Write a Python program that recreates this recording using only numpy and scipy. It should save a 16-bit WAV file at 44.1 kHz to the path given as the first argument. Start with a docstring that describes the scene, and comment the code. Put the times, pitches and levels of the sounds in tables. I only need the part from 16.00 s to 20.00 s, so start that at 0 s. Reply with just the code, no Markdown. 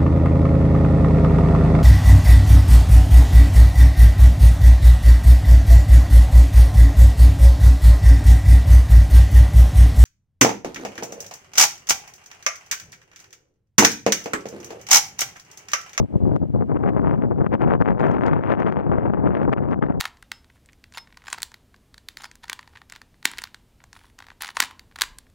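"""Wind buffets a camera's microphone in gusts on an open hillside. Eddies carry pressure fluctuations past the
port: a fluttering rumble that brightens and crackles as the air speeds up. The hardest eddies slap, and three
crisp clicks sound on both sides. The right channel is a duller, nearly inverted copy of the left. A faint hiss
lies below, and a limiter holds the peaks down."""
import sys
import numpy as np
from scipy import signal
from scipy.fft import rfft, irfft
from scipy.io import wavfile
from scipy.ndimage import uniform_filter1d, minimum_filter1d

SR = 44100
rng = np.random.default_rng(int(sys.argv[2]) if len(sys.argv) > 2 else 0)


def inscribe(sig):
    """Save sig as 16-bit PCM at rate SR to the path in sys.argv[1].

    A 1-D sig is mono; a 2-D sig holds one channel per row.
    Samples are clipped to [-1, 1] before scaling.
    """
    pcm = np.round(np.clip(np.atleast_2d(sig).T, -1, 1) * 32767)
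    wavfile.write(sys.argv[1], SR, pcm.astype(np.int16))


N = 176400
TIME = np.arange(N) / SR
HZ = np.fft.rfftfreq(N, 1 / SR)

# wind at the microphone: t/s, relative level/dB, eddy rate/Hz (higher in faster air)
WIND_GUSTS = [(0.0, 4.5, 130), (0.012, -5, 102.7), (0.041, -6.5, 85), (0.074, -33, 140.6), (0.154, -2, 102),
              (0.197, -19.5, 113), (0.216, -4.5, 112.5), (0.341, -5, 138.4), (0.368, -9, 186.7),
              (0.388, -20.5, 89.5), (0.427, -4, 120.7), (0.483, -22, 109.5), (0.501, -6.5, 102.8),
              (0.519, -23, 79), (0.545, -2.5, 132.8), (0.599, -9, 141.4), (0.61, -6, 191),
              (0.658, -15.5, 89.3), (0.708, -6, 242), (0.735, -8, 140), (0.77, -5.5, 277),
              (0.782, -20, 148), (0.794, -8.5, 179.3), (0.899, -6.5, 263), (0.916, -12.5, 154),
              (0.973, -6, 246), (0.999, -6.5, 163), (1.061, -8, 213), (1.157, -7, 216.5),
              (1.172, -11, 150.3), (1.246, -6.5, 210.4), (1.288, -12, 106), (1.315, -3, 175),
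              (1.356, -12.5, 123.7), (1.415, -2, 216), (1.443, -14, 182), (1.467, -2.5, 282),
              (1.481, -16.5, 120.4), (1.505, -8, 100.3), (1.509, -18.5, 194.5), (1.539, 0.5, 427),
              (1.576, -17.5, 131), (1.62, -6.5, 408), (1.653, -4, 169.3), (1.721, -3.5, 298),
              (1.755, -2.5, 254), (1.776, -15.5, 142), (1.798, -12.5, 161), (1.812, 3, 241),
              (1.842, -17, 187), (1.855, -11.5, 279), (1.911, -3, 285), (1.923, -12.5, 210),
              (1.973, -7.5, 159.7), (1.988, -19.5, 298), (2.0, -4.5, 320), (2.172, -7, 282),
              (2.192, -10.5, 192.7), (2.267, -5.5, 395), (2.328, -6.5, 279), (2.373, -7, 275),
              (2.406, -11, 206.5), (2.522, -6, 481), (2.558, -14.5, 268.4), (2.605, -3, 308),
              (2.648, -13.5, 220), (2.668, -2, 409), (2.735, -16, 211), (2.797, -5.5, 269),
              (2.818, -13, 257), (2.897, -4.5, 170), (2.925, -6.5, 257.5), (3.046, -9, 214),
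              (3.059, -2.5, 231.3), (3.12, -13, 188), (3.136, -6, 234.6), (3.206, -10, 187.5),
              (3.274, -1.5, 235), (3.298, -7.5, 176), (3.36, -10, 317), (3.458, -6.5, 208.5),
              (3.47, -11, 181.4), (3.488, 0.5, 214), (3.511, -13.5, 154.5), (3.529, -5.5, 616),
              (3.549, -13.5, 168.6), (3.584, -10, 296), (3.604, -5.5, 144), (3.633, -9.5, 221.4),
              (3.702, -10.5, 183), (3.714, -7, 287), (3.733, -11.5, 340), (3.753, -11.5, 118),
              (3.791, -6.5, 189.4), (3.805, -33.5, 141), (3.824, -6.5, 301), (3.893, -13.5, 197),
              (3.905, 1, 206), (3.916, -14.5, 260), (3.993, -9, 105.5)]
# response of the microphone port: f/Hz, gain/dB
PORT_RESPONSE = [(20, -30.5), (35, -21.5), (55, -10), (90, -2.5), (140, 5), (250, 5), (460, 3.58),
                 (750, 3.76), (1150, 5.5), (1700, 2.85), (2400, 1), (3100, -2), (3900, -10), (6000, -14.5),
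                 (12000, -22.5)]
# hard slaps of air: t/s, relative snap level/dB, relative body level/dB
AIR_SLAPS = [(1.1096, -65.5, -20), (1.2209, -69.5, -24), (1.463, -67.5, -20), (1.5395, -53.5, -20),
             (1.6182, -57.5, -18.5), (1.623, -58.5, -27.5), (1.8132, -51, -25.5), (1.8572, -63, -18),
             (1.8815, -58.5, -29.5), (1.9054, -53.5, -22.5), (1.9959, -50.5, -26.5), (2.0126, -51, -25),
             (2.0408, -56, -18.5), (2.0667, -50, -19), (2.1144, -51, -24), (2.1408, -55, -37),
             (2.2089, -62.5, -20), (2.2644, -41.5, -22.5), (2.2799, -50, -19), (2.3343, -59, -21),
             (2.4358, -64, -19), (2.5022, -54, -32), (2.601, -50.5, -23), (2.6206, -55, -17.5),
             (2.6724, -57, -18), (2.6848, -60, -21.5), (2.723, -55, -20), (3.2685, -68.5, -23.5),
             (3.4306, -58.5, -23), (3.5274, -50, -15), (3.5803, -61, -30), (3.712, -58.5, -27),
             (3.7296, -71, -21), (3.8247, -61, -16)]
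# spectra of a slap's snap and of its body: f/Hz, gain/dB
SNAP_SPECTRUM = [(300, -20), (1500, 0), (3000, 0), (4200, -5), (7000, -11), (8500, -22), (10000, -36),
                 (14000, -56)]
BODY_SPECTRUM = [(30, -36), (70, -14), (150, -2), (500, 1), (1000, -1), (2000, -11), (3200, -29),
                 (5000, -60), (9000, -80)]
# crisp clicks: t/s, relative level/dB, attenuation on the right/dB
CLICK_EVENTS = [(0.3637, 16.5, 10.5), (.8935, 10.5, 12.5), (2.1637, 7, 8.5)]
# spectrum of a click: f/Hz, gain/dB
CLICK_SPECTRUM = [(30, -34), (200, 2.5), (600, 4), (1200, -4.5), (2200, -24), (3500, -33), (7000, -43),
                  (10000, -50.5), (15000, -62)]
# spectral density of the hiss: f/Hz, relative level/dB
HISS_SPECTRUM = [(100, 6), (1000, 2), (2000, 2.5), (3000, -3.5), (3500, -10), (4000, -13), (6500, -16.5),
                 (8100, -16.5), (8800, -19.5), (9600, -19), (10200, -17.5), (11200, -25.5), (13500, -24.5),
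                 (15500, -34)]
# envelope of the hiss: t/s, level/dB
HISS_ENVELOPE = [(0, -63.5), (.355, -61), (.375, -67), (.85, -66), (1.35, -66.5), (1.8, -68), (2.3, -72),
                 (4, -73)]
# shading of the right channel: f/Hz, attenuation/dB
RIGHT_SHADE = [(50, 4), (170, 4.28), (500, 4.8), (800, 7.2), (1200, 9.2), (1700, 12.2), (2300, 16.4),
               (3000, 19), (6000, 42), (12000, 42)]
# phase lead of the right channel over the left: f/Hz, phase/rad
RIGHT_LEAD = [(20, 1.83), (170, 2.924), (300, 2.466), (500, 2.114), (800, 1.85), (1200, 2.16), (1700, 1.1),
              (3000, 0.27), (6000, .4)]
# likeness of the rumble in the two channels: f/Hz, correlation/1
CORRELATION = [(40, 0.89), (200, 0.93), (1000, 0.97), (3000, 1)]


def buffeting():
    """Faster flow shifts eddy pressure to higher frequencies. Gives spectra of two streams."""
    wind_db, ragged_eddy_hz = 4, 240
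    pivot_hz, roll_off = 200, 0.76  # the spectrum tilts about the pivot
    times, level_db, eddy_hz = np.transpose(WIND_GUSTS)
    stirred = np.minimum(np.interp(TIME, times, eddy_hz) / ragged_eddy_hz, 1)  # slow air is smoother
    flutter = wobble(rate_hz=60)
    crackle = stirred * wobble(rate_hz=296)  # the smallest eddies
    level = amp(wind_db + np.interp(TIME, times, level_db) + flutter + 1.59 * crackle)
    eddy_rate = np.exp(np.interp(TIME, times, np.log(eddy_hz)) + .08 * flutter + .29 * crackle)
    streams = np.array([turbulence(), turbulence()]) * level
    steepness = eddy_rate ** -roll_off
    centres_hz = np.geomspace(40, 12000, 22)
    spectra = 0
    for hz, band in zip(centres_hz, np.eye(len(centres_hz))):  # overlapping triangular bands
        gain = np.exp((pivot_hz ** roll_off - hz ** roll_off) * steepness)
        spectra = spectra + rfft(streams * gain) * np.interp(HZ, centres_hz, band)
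    return spectra * minimum_phase(PORT_RESPONSE)


def turbulence(kicks_per_s=220, kick_share=0.53):
    """Intermittency: single pressure kicks carry a share of the power, Gaussian churning the rest."""
    kicks = (rng.random(N) < kicks_per_s / SR) * rng.uniform(0.42, 1, N)
    churning = rng.standard_normal(N)
    return np.sqrt(1 - kick_share) * churning + np.sqrt(kick_share) * unit(kicks - kicks.mean())


def wobble(rate_hz):
    """Random modulation: the air swings as band-pass noise, falling off above the given rate."""
    ratio = HZ / rate_hz
    band_pass = ratio / (ratio + .15) / np.sqrt(1 + ratio ** 4)
    swing = unit(irfft(rfft(rng.standard_normal(N)) * band_pass, N))
    return np.clip(swing, -2.5, 2.5)


def slaps(peak_delay_s=.0012, fizz_s=.0015, fizz_db=-18.5):
    """Impulse excitation: one pressure spike gives a dull body and a ragged snap. Gives a spectrum."""
    snap, body, fizz_envelope = np.zeros((3, N))
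    for start, snap_db, body_db in AIR_SLAPS:
        peak = min(round((start + peak_delay_s) * SR), N - 1)
        snap[peak], body[peak] = amp(snap_db + 34), amp(body_db + 35)
        fizz_envelope += snap[peak] * np.exp(-np.minimum(abs(TIME - TIME[peak]) / fizz_s, 20))
    snap += amp(fizz_db) * fizz_envelope * rng.standard_normal(N)
    return rfft(snap) * minimum_phase(SNAP_SPECTRUM) + rfft(body) * minimum_phase(BODY_SPECTRUM)


def sputter(max_ticks_per_s=140, onset_eddy_hz=188, full_eddy_hz=353):
    """Poisson process: the microphone ticks more often and harder in fast air. Gives a spectrum."""
    times, _, eddy_hz = np.transpose(WIND_GUSTS)
    force = np.interp(np.interp(TIME, times, eddy_hz), [onset_eddy_hz, full_eddy_hz], [0, 1])
    ticks = rng.random(N) < max_ticks_per_s * force / SR
    size = np.sqrt(force) * amp(-36 + np.clip(rng.standard_normal(N), -2, 2))
    polarity = rng.choice([-1, 1], N)
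    return rfft(ticks * size * polarity) * minimum_phase(SNAP_SPECTRUM)


def clicks():
    """Antiphase impulses: crisp pressure spikes reach the two channels with opposite sign."""
    spikes = np.zeros((2, N))
    for start, level_db, shade_db in CLICK_EVENTS:
        spikes[:, round(start * SR)] = amp(level_db), -amp(level_db - shade_db)
    return irfft(rfft(spikes) * minimum_phase(CLICK_SPECTRUM), N)


def hiss():
    """Incoherent noise: a faint hiss, independent in each channel, that drops at the first click."""
    noise = irfft(rfft(rng.standard_normal((2, N))) * amp(curve_at(HISS_SPECTRUM, HZ)), N)
    level_db = np.interp(TIME, *np.transpose(HISS_ENVELOPE))
    return unit(noise) * amp(level_db)


def amp(db):
    """Decibel law: 20 dB is a factor of ten in amplitude."""
    return 10 ** (np.asarray(db) / 20)


def unit(x):
    """Normalisation to an rms of 1."""
    return x / np.sqrt(np.mean(x ** 2) + 1e-20)


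def curve_at(points, hz):
    """Interpolation of a table on a logarithmic frequency axis."""
    table_hz, values = np.transpose(points)
    return np.interp(np.log(hz + 1), np.log(table_hz + 1), values)


def minimum_phase(points):
    """Causality: the filter's phase follows from its log gain by the Hilbert transform."""
    log_gain = np.log(amp(curve_at(points, abs(np.fft.fftfreq(N, 1 / SR)))))
    return np.exp(np.conj(signal.hilbert(log_gain)))[:len(HZ)]


def scene():
    """Superposition: the wind sounds on the left and, shaded and shifted in phase, on the right."""
    rumble, stray_rumble = buffeting()
    impacts = slaps() + sputter()
    likeness = np.clip(curve_at(CORRELATION, HZ), 0, 1)
    right_rumble = likeness * rumble + np.sqrt(1 - likeness ** 2) * stray_rumble
    shading = amp(-curve_at(RIGHT_SHADE, HZ))
    phase_shift = np.exp(1j * curve_at(RIGHT_LEAD, HZ))
    left = rumble + impacts
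    right = (right_rumble + impacts) * shading * phase_shift
    return irfft(np.array([left, right]), N) + clicks() + hiss()


def record(dry, ceiling_db=-2.8, hold_s=.004, cutoff_hz=15700):
    """Soft-knee limiting: the gain dips briefly at peaks; a low-pass filter then limits the band."""
    hold = int(hold_s * SR)
    drive = abs(dry).max(0) / amp(ceiling_db)
    knee_gain = (1 + drive ** 6) ** (-1 / 6)
    held_gain = minimum_filter1d(knee_gain, 2 * hold)
    smooth_gain = uniform_filter1d(uniform_filter1d(held_gain, hold), hold)
    low_pass = signal.firwin(511, cutoff_hz, window=("kaiser", 9), fs=SR)
    return signal.oaconvolve(dry * smooth_gain, low_pass[None], "same")


dry = scene()
out = record(dry)
inscribe(out)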